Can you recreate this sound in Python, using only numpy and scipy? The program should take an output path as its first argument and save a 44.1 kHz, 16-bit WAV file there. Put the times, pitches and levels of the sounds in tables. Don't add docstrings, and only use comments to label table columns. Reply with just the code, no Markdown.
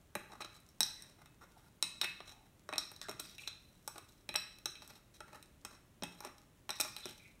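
import sys
import numpy as np
from scipy import signal
from scipy.fft import rfft, irfft, next_fast_len
from scipy.io import wavfile

SR = 44100
rng = np.random.default_rng(int(sys.argv[2]) if len(sys.argv) > 2 else 0)


def master(y):
    cut = np.clip(np.atleast_2d(y).T, -1, 1)
    pcm = np.round(cut * 32767)
    wavfile.write(sys.argv[1], SR, pcm.astype(np.int16))


N = 326340
RING = np.arange(int(.1 * SR)) / SR

# start_s, strength_db, knock_db, edge_db, ting_db
TAPS = [(0.1528, 5, 16, 4.5, -11), (0.3199, -12, 11, -6, 3), (0.4059, -7, 15, -5, -5),
        (0.4209, 5, -3.5, -17, -6), (0.602, -30.5, -7, 19, -6), (0.689, -25, -5, 15, 12),
        (0.8055, 24, -8.5, -1.5, 4.5), (0.831, 16, -13.5, -2.5, 6), (1.0224, -11.5, -10, 13, 5),
        (1.2583, -14.5, 6.5, 2, -9), (1.8255, 20.5, -9, -2, 1), (2.0139, 21, -10.5, -5.5, -3.5),
        (2.0329, 6.5, 9.5, -15, -12), (2.044, 9.5, 4.5, -3, -23), (2.2039, -5, 16.5, -13, -4),
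        (2.6901, -5.5, 22, -3, -0.5), (2.7269, -2.5, 22, -7, -5.5), (2.7357, 4, 11.5, -9, -12),
        (2.7576, 0, 8.5, -8, 3), (2.7809, 18, -9, -4, 8.5), (2.9163, -16.5, 19, 14, -9),
        (2.963, -5.5, -10, -2, 8.5), (3.015, 6, -5, -5, 2.5), (3.094, -1, 4, 7.5, 7),
        (3.1126, -4, 7, 2, -11.5), (3.1986, 1, -3, 12, 4.5), (3.382, 1, -12, -7, -7),
        (3.4752, 14, -13, -15, -2.5), (3.877, -5.5, 17, 18.5, 3), (3.981, -11, 7, 13.5, -7),
        (4.2904, 9.5, 0, -8.5, -4.5), (4.3415, -3.5, 15, 5, -12), (4.3543, 16, -1, -26, -11),
        (4.359, 16, -6.5, 1, 6), (4.586, -17.5, 0, 10.5, -4), (4.6573, 12.5, 0, -1.5, 2.5),
        (4.754, 0.5, -15, -11, -17), (4.8204, -8.5, 10, -9.5, 4), (4.8767, -18, 0, 17.5, 3),
        (5.205, -9.5, 21.5, 0.5, -1), (5.4268, -10.5, -4.5, 7, -6), (5.6496, -0.5, 12, 4.5, 3),
        (6.0233, 0, 9.5, -17, 6.5), (6.0348, 6.5, 7, -0.5, -6), (6.2052, -15, 23, 14, -1),
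        (6.2488, -5.5, 16.5, 6, -2.5), (6.382, -14.5, 0.5, 2.5, -2), (6.6923, 4, 13, -2, -6.5),
        (6.7047, 9, -0.5, 0.5, 8.5), (6.7998, 0.5, 17.5, 12, -14), (6.8032, 9, 1, 12, 5),
        (6.8106, 13, -4, 8, 3.5), (6.9647, 6, -4.5, -2, -5), (7.056, -0.5, 3.5, 4.5, -2)]
# pitch_hz, share
KNOCK_REACH = [(280, 0.85), (400, 1), (1000, 0.95), (2500, 0.47), (3900, 0.076), (5600, 0.16), (13800, .1)]
EDGE_REACH = [(3900, .02), (5600, 0.46), (9200, 0.84), (13800, 1)]
TING_REACH = [(1300, 0.16), (2500, -0.68), (3900, 0.027), (5600, .8), (9200, -0.095)]
# pitch_hz, level_db
PLAIN_CONTACT = [(280, -6.5), (1000, -2), (3900, -1.25), (9200, -0.5), (13800, -4)]
COLOUR_HZ = np.array([280, 400, 1000, 1300, 2500, 3900, 5600, 9200, 13800])


def taps(level_db=1.5):
    out = np.zeros(N)
    for start_s, strength_db, knock_db, edge_db, ting_db in TAPS:
        contact_db = at_hz(PLAIN_CONTACT, COLOUR_HZ)
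        contact_db = contact_db + knock_db * at_hz(KNOCK_REACH, COLOUR_HZ)
        contact_db = contact_db + edge_db * at_hz(EDGE_REACH, COLOUR_HZ)
        contact_db = contact_db + ting_db * at_hz(TING_REACH, COLOUR_HZ)
        clink = coloured(body(), list(zip(COLOUR_HZ, contact_db)))
        add(out, start_s, from_db(strength_db + level_db) * clink)
    return out


# pitch_hz, width_hz, peak_db
MODES = [(178, 4.8, -16), (393, 106, -17.5), (602, 47, -14.5), (839.4, 56, -13.5), (1205, 88, -15.5),
         (1221, 99, -28), (1335, 48, -20), (1396, 130, -19), (2310, 72, -32.5), (2520, 68, -15),
         (2596, 5.2, -9.5), (3246, 91, -19), (3633, 57, -13.5), (3829, 66, -9), (4007, 87, -6.5),
         (5273, 24, -31.5), (5504, 260, -11), (5528, 38.5, -11), (6030, 280, -26.5), (6180, 630, -20),
         (7925, 85, -16.5), (8830, 54, -37), (8730, 87, -11.5), (9870, 83, -25), (11880, 200, -18.5),
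         (12494, 50, -17.5), (14500, 270, -24), (15700, 222, -36.5)]


def body(spread_db=2.35, detune=0.0039, contact_s=0.0001):
    pitch_hz, width_hz, peak_db = np.transpose(MODES)[:, :, None]
    weight, shift = rng.standard_normal((2, len(MODES), 1))
    turns = pitch_hz * (1 + detune * shift) * RING + rng.random((len(MODES), 1))
    height = 2 * np.pi * width_hz / SR * from_db(peak_db + spread_db * weight)
    modes = height * np.exp(-np.pi * width_hz * RING) * np.sin(2 * np.pi * turns)
    build_up = 1 - np.exp(-RING / contact_s)
    return (modes.sum(axis=0) + crack()) * build_up


# pitch_hz, level_db
CRACK = [(100, -68), (170, -42.5), (330, -19.5), (480, -47), (620, -22), (1450, -21.5), (1900, -22.5),
         (2900, -26), (4700, -38.5), (6200, -35), (7300, -33), (9000, -22.5), (10600, -32.5),
         (14500, -56.5)]


def crack(t60_s=0.027):
    decay = np.exp(-np.log(1000) * RING / t60_s)
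    phases = np.angle(rfft(rng.standard_normal(len(RING)) * decay))
    even_burst = irfft(np.exp(1j * phases), len(RING))
    return coloured(unit_energy(even_burst * np.sqrt(decay)), CRACK)


# start_s, level_db
THUDS = [(0.153, 23.5), (2.732, 12), (3.091, 21), (3.197, 14), (4.29, 17.5), (6.024, 18), (6.801, 21.5),
         (7.056, 17)]


def thuds(soft_hz=380):
    out = np.zeros(N)
    for start_s, level_db in THUDS:
        add(out, start_s, from_db(level_db) * body())
    return signal.sosfilt(signal.butter(2, soft_hz, fs=SR, output="sos"), out + 1e-18)


# start_s, end_s, strength_db, rasp_db
SCRAPES = [(0.291, 0.362, -17.5, 21), (0.402, 0.453, -1, 4.5), (0.51, 0.585, -15, 1),
           (0.962, 1.132, -20.5, 8.5), (1.182, 1.225, -22.5, 21), (1.408, 1.449, -19, 20),
           (1.47, 1.71, -27, 8), (2.035, 2.05, 10.5, -13), (2.25, 2.343, -10.5, 3.5),
           (2.447, 2.471, -27, 12.5), (3.024, 3.047, -3, -5), (3.084, 3.106, -3.5, 15.5),
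           (3.193, 3.204, 6.5, -1.5), (3.204, 3.374, -9, -11), (3.385, 3.485, -7, -9.5),
           (3.475, 3.476, 8, -15), (3.582, 3.907, -27, -11), (3.956, 3.997, -11, 17),
           (4.029, 4.237, -25, -19), (4.806, 4.993, -13.5, 5), (5.138, 5.17, -11.5, -5.5),
           (5.258, 5.387, -15.5, 15.5), (5.704, 5.764, -18, 14.5), (6.108, 6.205, -20, 7),
           (6.22, 6.277, -9.5, 16), (6.749, 6.83, -2.5, -17), (6.825, 6.888, -2, 7),
           (6.966, 7.142, -6.5, -1.5), (7.126, 7.337, -21, -3)]
# pitch_hz, share
RASP_REACH = [(400, 0.9), (1300, 0.83), (3900, .02)]
HISS_REACH = [(3900, .02), (9200, 0.46), (13800, 1)]
HISS_EVEN_DB, HISS_PER_DB = -12, .5


def scrapes(grains_per_s=900, grain_spread_db=5.0, judder_db=6.0, judder_rate=110, taper=0.2,
            ring_db=-4.0, count=3):
    out = np.zeros(N)
    tick = crystal_ticks(1.0 * (RING == 0))
    for start_s, end_s, strength_db, rasp_db in SCRAPES:
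        size = int(max(end_s - start_s, .01) * SR)
        pressure = signal.windows.tukey(size, taper) * from_db(judder_db * wander(size, judder_rate))
        drag = 0
        for point in range(count):
            force = unit_energy(pressure * grains(size, grains_per_s, grain_spread_db))
            drag = drag + signal.fftconvolve(force, from_db(ring_db) * body() + tick)
        gain = from_db(strength_db) * np.sqrt(100 * size / SR / count)
        hiss_db = HISS_PER_DB * (HISS_EVEN_DB - strength_db)
        contact_db = rasp_db * at_hz(RASP_REACH, COLOUR_HZ) + hiss_db * at_hz(HISS_REACH, COLOUR_HZ)
        add(out, start_s, gain * coloured(drag, list(zip(COLOUR_HZ, contact_db))))
    return out


def grains(size, per_s, spread_db):
    chance, sign = rng.random((2, size))
    size_db = spread_db * np.minimum(rng.exponential(1, size), 4)
    return unit_energy((chance < per_s / SR) * np.sign(sign - .5) * from_db(size_db))


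# start_s, end_s, first_hz, last_hz, level_db
SQUEAKS = [(0.401, 0.424, 1157, 1330, -49), (0.962, 1.061, 2005, 1760, -64),
           (1.537, 1.664, 822, 785, -72.5), (2.268, 2.502, 835, 787, -70),
           (3.015, 3.077, 1916, 1420, -58.5), (3.205, 3.381, 5770, 3470, -71),
           (3.379, 3.401, 2496, 2620, -48), (3.427, 3.474, 2800, 2450, -51.5),
           (6.824, 6.997, 6240, 4660, -64), (7.013, 7.13, 3990, 2860, -60), (7.182, 7.312, 2376, 2310, -67)]


def squeaks(width_share=.26, judder_db=5.5, judder_rate=90):
    out = np.zeros(N)
    for start_s, end_s, first_hz, last_hz, level_db in SQUEAKS:
        size = int(max(end_s - start_s, .01) * SR)
        phase = 2 * np.pi * np.cumsum(np.linspace(first_hz, last_hz, size)) / SR
        width_hz = width_share * first_hz
        slips = wander(size, width_hz) + 1j * wander(size, width_hz)
        pressure = signal.windows.tukey(size, .5) * from_db(judder_db * wander(size, judder_rate))
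        squeak = pressure * np.real(slips * np.exp(1j * phase))
        add(out, start_s, from_db(level_db) * squeak)
    return out


def falling_sugar(per_s=14, spread_db=4.0, smallest_db=-24, lowest_hz=3000):
    size_db = spread_db * np.minimum(rng.exponential(1, N), 3)
    drops = (rng.random(N) < per_s / SR) * from_db(smallest_db + size_db)
    return high_pass(crystal_ticks(drops), lowest_hz)


# pitch_hz, level_db
CRUNCH = [(300, -38), (1400, -26), (3200, -28.5), (7000, -26), (12000, -35), (15000, -43.5)]


def crystal_ticks(clicks):
    return coloured(clicks, CRUNCH)


def kitchen(x, count=6):
    out = np.zeros(N)
    for stretch in np.array_split(np.arange(N), count):
        add(out, stretch[0] / SR, signal.fftconvolve(x[stretch], echo()))
    return out


# pitch_hz, t60_s
ROOM_T60 = [(150, .42), (1000, .55), (2500, .56), (5000, .52), (9000, .46), (15000, .38)]
# pitch_hz, level_db
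ROOM_DB = [(150, 6.5), (600, -12), (1500, 0.5), (2600, -2.5), (4000, -5.5), (8500, -8), (15000, -9.5)]


def echo(first_echo_s=0.0018, early_db=3.0, early_s=0.016):
    t = np.arange(int(.6 * SR)) / SR
    hz = np.fft.rfftfreq(len(t), 1 / SR)
    centres = np.geomspace(150, 15000, 10)
    white = rfft(rng.standard_normal(len(t)))
    arrival = np.clip(t / first_echo_s - .5, 0, 1)
    onset = arrival * (1 + from_db(early_db) * np.exp(-t / early_s) / 2)
    out = 0
    for centre, share in zip(centres, np.eye(len(centres))):
        band = irfft(white * at_hz(list(zip(centres, share)), hz), len(t))
        decay = unit_energy(onset * np.exp(-np.log(1000) * t / at_hz(ROOM_T60, centre)))
        out = out + band * decay * from_db(at_hz(ROOM_DB, centre))
    return out


# pitch_hz, relative level_db per Hz
FLOOR = [(15, -33), (25, -0.5), (123, 1), (223, -4.5), (309, -6.5), (516, -14), (607, -11.5), (714, -16.5),
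         (3820, -24.5), (4870, -29.5), (5570, -27), (8830, -27), (14000, -30.5), (16000, -29.5)]


def floor(level_db=-65.5):
    noise = coloured(rng.standard_normal(N), FLOOR)
    return from_db(level_db) * np.sqrt(N) * unit_energy(noise)


def from_db(db):
    return 10 ** (np.asarray(db) / 20)


def at_hz(points, hz):
    known_hz, values = np.transpose(points)
    return np.interp(np.log(np.maximum(hz, 1)), np.log(known_hz), values)


def unit_energy(x):
    return x / np.sqrt(np.sum(x ** 2) + 1e-20)


def add(track, start_s, sound):
    start = max(round(start_s * SR), 0)
    track[start:start + len(sound)] += sound[:N - start]


def coloured(x, points):
    size = 2 * next_fast_len(len(x) // 2 + len(RING) // 2)
    gain = from_db(at_hz(points, np.fft.rfftfreq(size, 1 / SR)))
    cepstrum = irfft(np.log(gain))
    cepstrum[1:size // 2] *= 2
    cepstrum[size // 2 + 1:] = 0
    return irfft(rfft(x, size) * np.exp(rfft(cepstrum)))[:len(x)]


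def wander(size, rate):
    knots = rng.standard_normal(size // 2)
    return np.interp(np.arange(size) * rate / SR, np.arange(len(knots)), knots)


def high_pass(x, hz):
    return signal.sosfilt(signal.butter(2, hz, "high", fs=SR, output="sos"), x)


def scene(radiation_hz=130):
    plate = high_pass(taps() + thuds() + scrapes() + squeaks(), radiation_hz)
    work = plate + falling_sugar()
    return (work + kitchen(work) + floor())[None]


def record(dry, cutoff_hz=15700):
    return signal.sosfilt(signal.ellip(10, .1, 80, cutoff_hz, fs=SR, output="sos"), dry)


dry = scene()
out = record(dry)
master(out)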